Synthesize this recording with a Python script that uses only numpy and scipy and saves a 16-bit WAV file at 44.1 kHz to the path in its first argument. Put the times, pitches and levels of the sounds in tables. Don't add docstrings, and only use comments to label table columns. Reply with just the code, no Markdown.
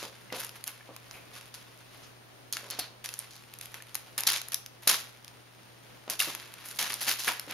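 import sys
import numpy as np
from scipy import signal
from scipy.fft import rfft, irfft, next_fast_len
from scipy.io import wavfile
from scipy.ndimage import map_coordinates

SR = 44100
rng = np.random.default_rng(int(sys.argv[2]) if len(sys.argv) > 2 else 0)


def wav_record(signal):
    frames = np.transpose(np.atleast_2d(signal))
    bounded = np.clip(frames, -1, 1)
    quanta = np.round(bounded * 32767).astype(np.int16)
    wavfile.write(sys.argv[1], SR, quanta)


N = 332073
SECONDS = np.arange(N) / SR


def amp(db):
    return 10 ** (np.asarray(db) / 20)


def unit(x):
    return x / np.sqrt(np.mean(x ** 2) + 1e-20)


def along(points, hz):
    f, v = np.transpose(points)
    return np.interp(np.log(hz + 1), np.log(f + 1), v)


def wobble(rate):
    knots = rng.standard_normal(int(N * rate / SR) + 4)
    return map_coordinates(knots, [np.arange(N) * rate / SR])


def filtered(x, response):
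    m = next_fast_len(N + SR // 2)
    return irfft(rfft(x, m) * response(np.fft.rfftfreq(m, 1 / SR)), m)[..., :N]


def room_tone():
    # (frequency [Hz], relative level per Hz [dB])
    tone_spectrum = [(20, -21), (60, -13.5), (150, -10), (600, -11), (1000, -14.5), (3400, -20),
                     (7000, -25.5), (10500, -26.5), (15700, -32.5), (15900, -49)]
    # (frequency [Hz], amplitude [dB])
    steady_tones = [(120, -58.5), (8802, -61)]
    tone_db = -55
    hiss = unit(filtered(rng.standard_normal((2, N)), lambda f: amp(along(tone_spectrum, f))))
    left_right_db = np.array([[.5], [-.5]])
    hiss = hiss * amp(tone_db + 1.04 * wobble(6.9) + left_right_db)
    (hum_hz, hum_db), (whine_hz, whine_db) = steady_tones
    hum = amp(hum_db + 0.87 * wobble(5)) * np.sin(2 * np.pi * hum_hz * SECONDS)
    whine_phase = 1.2 * wobble(30) + np.array([[0], [.7]])
    whine = amp(whine_db + 1.8 * wobble(40)) * np.sin(2 * np.pi * whine_hz * SECONDS + whine_phase)
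    return hiss + hum + whine


def room(x):
    # (frequency [Hz], time [s])
    decay_times = [(200, 1), (2000, 0.49), (12000, 0.23)]
    # (frequency [Hz], level [dB])
    answer_levels = [(250, -13), (1000, -12), (3000, -9), (12000, -10)]
    hz, t, noise = signal.stft(rng.standard_normal((2, SR // 2)), SR, nperseg=256)
    t60 = along(decay_times, hz)[:, None]
    strength_db = along(answer_levels, hz)[:, None]
    decaying = noise * amp(strength_db - 60 * t / t60) / np.sqrt(t60 * SR / 14)
    tail = signal.istft(decaying, SR, nperseg=256)[1]
    delayed = np.pad(x, (60, 0))
    return signal.fftconvolve(delayed[None], tail, axes=1)[:, :N]


def rung(rows, modes, knock, rise_s):
    out, t = np.zeros(N + SR), np.arange(SR // 3) / SR
    for s, db, hz, t60 in rows:
        push = (1 - np.exp(-t / rise_s)) * rng.standard_normal(len(t))
        push[:SR // 2000] = knock
        ring = 0
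        for ratio, level, cycles in modes:
            mode_hz = ratio * hz
            ring = ring + amp(level - 60 * t * mode_hz / cycles) * np.sin(2 * np.pi * mode_hz * t)
        ring = ring / np.linalg.norm(ring)
        force = amp(db - 60 * t / t60) * push
        out[round(s * SR):][:len(t)] += signal.fftconvolve(force, ring)[:len(t)]
    return out[:N]


def rasps():
    # (time [s], drive level [dB], pitch [Hz], decay of the push by 60 dB [s])
    rasp_rows = [(1.135, -49, 2480, 0.38), (2.712, -41, 4460, .2), (2.79, -36.5, 4300, 0.26),
                 (6.8, -43, 1750, 0.25)]
    cycles = 21
    return rung(rasp_rows, [(1, 0, cycles)], knock=0, rise_s=0.0029)


def ticks():
    # (time [s], level before onset and modes [dB], pitch [Hz])
    tick_rows = [(.302, -37.5, 2060), (0.808, -42.5, 1750), (2.571, -31, 2820), (3.089, -33.5, 2650),
                 (3.803, -41.5, 1770), (6.202, -13, 2780), (6.219, -27, 1676), (7.081, -25, 1770),
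                 (7.279, -18.5, 1687), (7.29, -28, 975), (7.313, -34, 963)]
    # (ratio to the pitch, level [dB])
    wood_modes = [(0.997, 0.5), (1.35, -5.5), (0.78, -11)]
    cycles, rise_s = 52, 0.00034
    out, t = np.zeros(N + SR), np.arange(SR // 10) / SR
    for s, db, hz in tick_rows:
        turns = rng.random(len(wood_modes))
        ring = 0
        for (ratio, level), turn in zip(wood_modes, turns):
            ring = ring + amp(level) * np.sin(2 * np.pi * (ratio * hz * t + turn))
        envelope = amp(db - 60 * t * hz / cycles) * (1 - np.exp(-t / rise_s))
        out[round(s * SR):][:len(t)] += envelope * ring
    return out[:N]


def thuds():
    # (time [s], drive level [dB], pitch [Hz], decay of the push by 60 dB [s])
    thud_rows = [(0.028, -39, 540, 0.3), (.324, -35.5, 516, 0.32), (.891, -44, 596, 0.27),
                 (2.632, -49, 560, 1.4), (2.789, -38, 735, 0.11), (4.872, -35.5, 665, 0.27),
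                 (6.078, -41, 620, 0.4), (6.274, -39.5, 328, 0.25), (7.277, -41, 287, 0.16),
                 (7.476, -43.5, 285, 1.1)]
    # (ratio to the pitch, level [dB], cycles to fall 60 dB)
    body_modes = [(1, 0, 5.5), (0.5, -9, 4), (1.7, -4, 7)]
    blows = rung(thud_rows, body_modes, knock=1.17, rise_s=0.0029)
    return filtered(blows, lambda f: (1j * f / (210 + 1j * f)) ** 3)


def crackle(per_s, spread_db, t60, beds):
    hit = rng.random(N) < per_s / SR
    sizes = hit * amp(spread_db * np.minimum(rng.exponential(size=N), 3))
    shape = amp(-60 * np.arange(SR // 100) / SR / t60)
    bursts = unit(signal.fftconvolve(sizes, shape)[:N])
    beds = np.array(beds)[:, None]
    return (beds + bursts) / np.sqrt(beds ** 2 + 1)


def parts(db, low_db, treble_db):
    middle_db = 0.74 * low_db + 5.5
    return amp(db + np.array([[low_db], [middle_db], [0], [treble_db]]))


def rustle():
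    # (start [s], length [s], drive level [dB], low-mid part [dB], treble part [dB])
    stroke_rows = [(-.012, 0.053, -34.5, -10, -8), (0.338, 0.12, -42, -3.5, 5.5),
                   (0.657, 0.024, -44, 2.5, 8), (1.105, 0.038, -56.5, 7, 10),
                   (1.325, 0.063, -42.5, -1.5, -1), (1.56, 0.029, -45, -9, -7), (2.534, 0.14, -45, -1, -1),
                   (2.701, .07, -43, -2, -25), (2.798, 0.048, -45.5, 0, -18), (3.05, 0.15, -46.5, -2.5, 3),
                   (3.181, 0.03, -47, -1, -3), (3.297, 0.065, -46, -47, -10), (3.615, 0.03, -45, -10, 3),
                   (4.191, 0.05, -44.5, 4.5, -4), (4.273, 0.098, -25, -9.5, -7), (4.817, 0.018, -42, 0, 4),
                   (4.882, 0.055, -18.5, -8.5, -0.5), (6.086, 0.031, -33.5, -2.5, -14),
                   (6.2, 0.15, -40, 0.5, -8), (6.644, 0.048, -45.5, -12, 9.5), (6.736, 0.02, -42.5, -35, 5),
                   (6.784, 0.06, -30, -0.5, 1.5), (6.89, 0.063, -32, -7.5, -2.5),
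                   (7.003, 0.016, -25.5, -8, 2), (7.061, 0.03, -22, -7, 2), (7.183, 0.055, -27, -15, -1.5),
                   (7.237, 0.034, -31.5, -7.5, 3), (7.49, 0.05, -43, 7.5, -7)]
    # (time [s], drive level [dB])
    fidget_points = [(0, -56.5), (1.6, -57.5), (2.05, -54.5), (2.12, -63.5), (2.95, -68), (3.4, -55.5),
                     (4.15, -54.5), (4.8, -65), (5.1, -60), (6.05, -60), (6.45, -51), (7.53, -50.5)]
    rise_s, sag_db_per_s, release_db_per_s = 0.013, 20, 229
    fidget_s, fidget_db = np.transpose(fidget_points)
    rub = parts(0, low_db=3, treble_db=0.5) * amp(np.interp(SECONDS, fidget_s, fidget_db))
    for s, length, db, low, treble in stroke_rows:
        t = np.maximum(SECONDS - s, 0)
        fall_db = sag_db_per_s * t + release_db_per_s * np.maximum(t - length, 0)
        swell = np.minimum(t / rise_s, 1) ** 2
        rub = rub + parts(db, low, treble) * (amp(-fall_db) * swell)
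    band_wobbles = np.array([wobble(60) for band in rub])
    rub = rub * amp(1.87 * wobble(40) + band_wobbles)
    return rub * crackle(per_s=400, spread_db=5.5, t60=.003, beds=[2.6, 1.7, 1.3, 1])


def crumples():
    # (time [s], drive level [dB], low-mid part [dB], treble part [dB], decay by 60 dB [s])
    crumple_rows = [(0.3217, -33.5, -1, -26, 0.27), (0.554, -40, 4, 10, 0.07),
                    (1.5403, -31.5, -13, -1, 0.094), (2.03, -44, -16, -37, 0.16),
                    (2.525, -17.5, -21, -6, 0.086), (2.702, -30, -50, -20, 0.1),
                    (2.789, -14.5, -14, 4, 0.044), (3.04, -27.5, -7, 1, 0.087), (3.741, -46, 8.5, 7, 0.16),
                    (3.949, -30.5, -0.5, -5, 0.054), (4.1784, -16.5, -4, 2.5, 0.064),
                    (4.2673, -4, -13.5, 0, 0.036), (4.518, -29, -7, -2, 0.18),
                    (4.8724, -5, -15.5, 1, 0.067), (6.099, -27.5, -33, 11, 0.12),
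                    (6.191, -21, -12, 2, 0.35), (6.787, -11.5, -13, -4, 0.054),
                    (7.2728, -25.5, 5.5, 0.5, 0.21)]
    rise_s = 0.0028
    out, t = np.zeros((4, N + SR)), np.arange(SR // 3) / SR
    for s, db, low, treble, t60 in crumple_rows:
        decay = amp(-60 * t / max(t60, .005)) * (1 - np.exp(-t / rise_s))
        out[:, round(s * SR):][:, :len(t)] += parts(db, low, treble) * decay
    return out[:, :N] * crackle(per_s=600, spread_db=5, t60=.003, beds=[2.5, 1.6, 1.2, .9])


def snaps():
    # (time [s], drive level over the first 5 ms [dB], brightness [dB])
    snap_rows = [(0.3257, -30.5, -3), (0.403, -31.5, 5), (0.4468, -40, 9), (0.493, -34.5, 1),
                 (0.6405, -28.5, 4), (0.6773, -25.5, 8), (0.964, -33.5, 1), (1.111, -37, -3),
                 (1.411, -44, 4), (1.5415, -36, -1), (2.5262, -32, 14.5), (2.5691, -23.5, -2.5),
                 (2.7022, -30, 6), (2.7088, -33.5, 13), (3.0592, -28, 1.5), (3.09, -30, 4),
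                 (3.1395, -30, 3), (3.191, -33, 11.5), (3.199, -40, 1), (3.5386, -36.5, 5),
                 (3.5879, -39, 10.5), (3.612, -29.5, 0.5), (3.657, -35, 3), (3.7428, -31, -1.5),
                 (3.823, -34.5, 0.5), (3.9456, -30, 7), (3.9533, -22.5, 9), (4.1797, -25, 7.5),
                 (4.2067, -32, 16.5), (4.2353, -23.5, 0), (4.276, -15, 5.5), (4.292, -26, 8),
                 (4.302, -24, 11), (4.3208, -23.5, 4), (4.333, -21, 1), (4.339, -27, -3),
                 (4.372, -35.5, 11), (4.416, -27.5, 1.5), (4.4853, -35.5, 8), (4.5205, -28, 3),
                 (4.533, -34, 10), (4.544, -18.5, 10), (4.662, -33.5, 5), (5.2464, -35.5, 3),
                 (5.2797, -37, -2), (6.0793, -43.5, -12), (6.0993, -22.5, 2), (6.202, -30.5, 18),
                 (6.35, -31, 6), (6.5394, -37.5, 4), (6.898, -34, 9), (6.903, -38, -15), (6.931, -28, -4),
                 (6.9407, -28, 13), (7.188, -40, 6), (7.194, -37, -0.5), (7.3965, -24.5, 3.5),
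                 (7.51, -29.5, 3.5)]
    t60, rise_s = 0.0056, 0.000096
    out, t = np.zeros((4, N + SR)), np.arange(SR // 50) / SR
    edge = amp(-60 * t / t60) * (1 - np.exp(-t / rise_s))
    edge = edge / np.sqrt(np.mean(edge[:SR // 200] ** 2))
    for s, db, bright in snap_rows:
        gain = amp(db + np.array([[-14 - 1.2 * bright], [-bright], [0], [bright]]))
        out[:, round(s * SR):][:, :len(t)] += gain * edge
    return out[:, :N]


def foil_colour(envelopes):
    # (frequency [Hz], relative level [dB])
    foil_spectrum = [(50, -77), (200, -9), (400, -8.5), (900, -1.5), (2000, -5), (4500, -3.5), (7000, -4.5),
                     (10500, -2), (13500, -10.5), (15500, -22.5), (16400, -46)]
    # (frequency [Hz], side over middle [dB])
    side_levels = [(500, -18), (1500, -10), (3000, -6), (6000, -7), (12000, -11)]

    def below(f, hz):
        return 1 / (1 + (f / hz) ** 6)

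    shares = [lambda f: below(f, 1200),
              lambda f: below(f, 3500) - below(f, 1200),
              lambda f: below(f, 8200) - below(f, 3500),
              lambda f: 1 - below(f, 8200)]

    def colour(f):
        return amp(along(foil_spectrum, f) + [0 * f, along(side_levels, f)])

    noise = rng.standard_normal((2, N))
    out = 0
    for envelope, share in zip(envelopes, shares):
        out = out + filtered(envelope * noise, lambda f: colour(f) * share(f))
    return out


def toy():
    return foil_colour(rustle() + crumples() + snaps())


def scene():
    middle, side = toy()
    middle = middle + thuds() + ticks() + rasps()
    lead_s = 5.5e-6
    shift = lambda f: np.exp(2j * np.pi * f * np.array([[1], [-1]]) * lead_s)
    direct = filtered(np.array([middle + side, middle - side]), shift)
    return direct + room(middle) + room_tone()


def record(dry):
    top_hz = 16800

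    def notch(f, stop_hz, wide_hz):
        detuning = 8200 ** 2 - f * f
        return (detuning + 1j * f * stop_hz) / (detuning + 1j * f * wide_hz)

    return filtered(dry, lambda f: notch(f, 220, 2990) * notch(f, 220, 480) * (f < top_hz))


dry = scene()
out = record(dry)
wav_record(out)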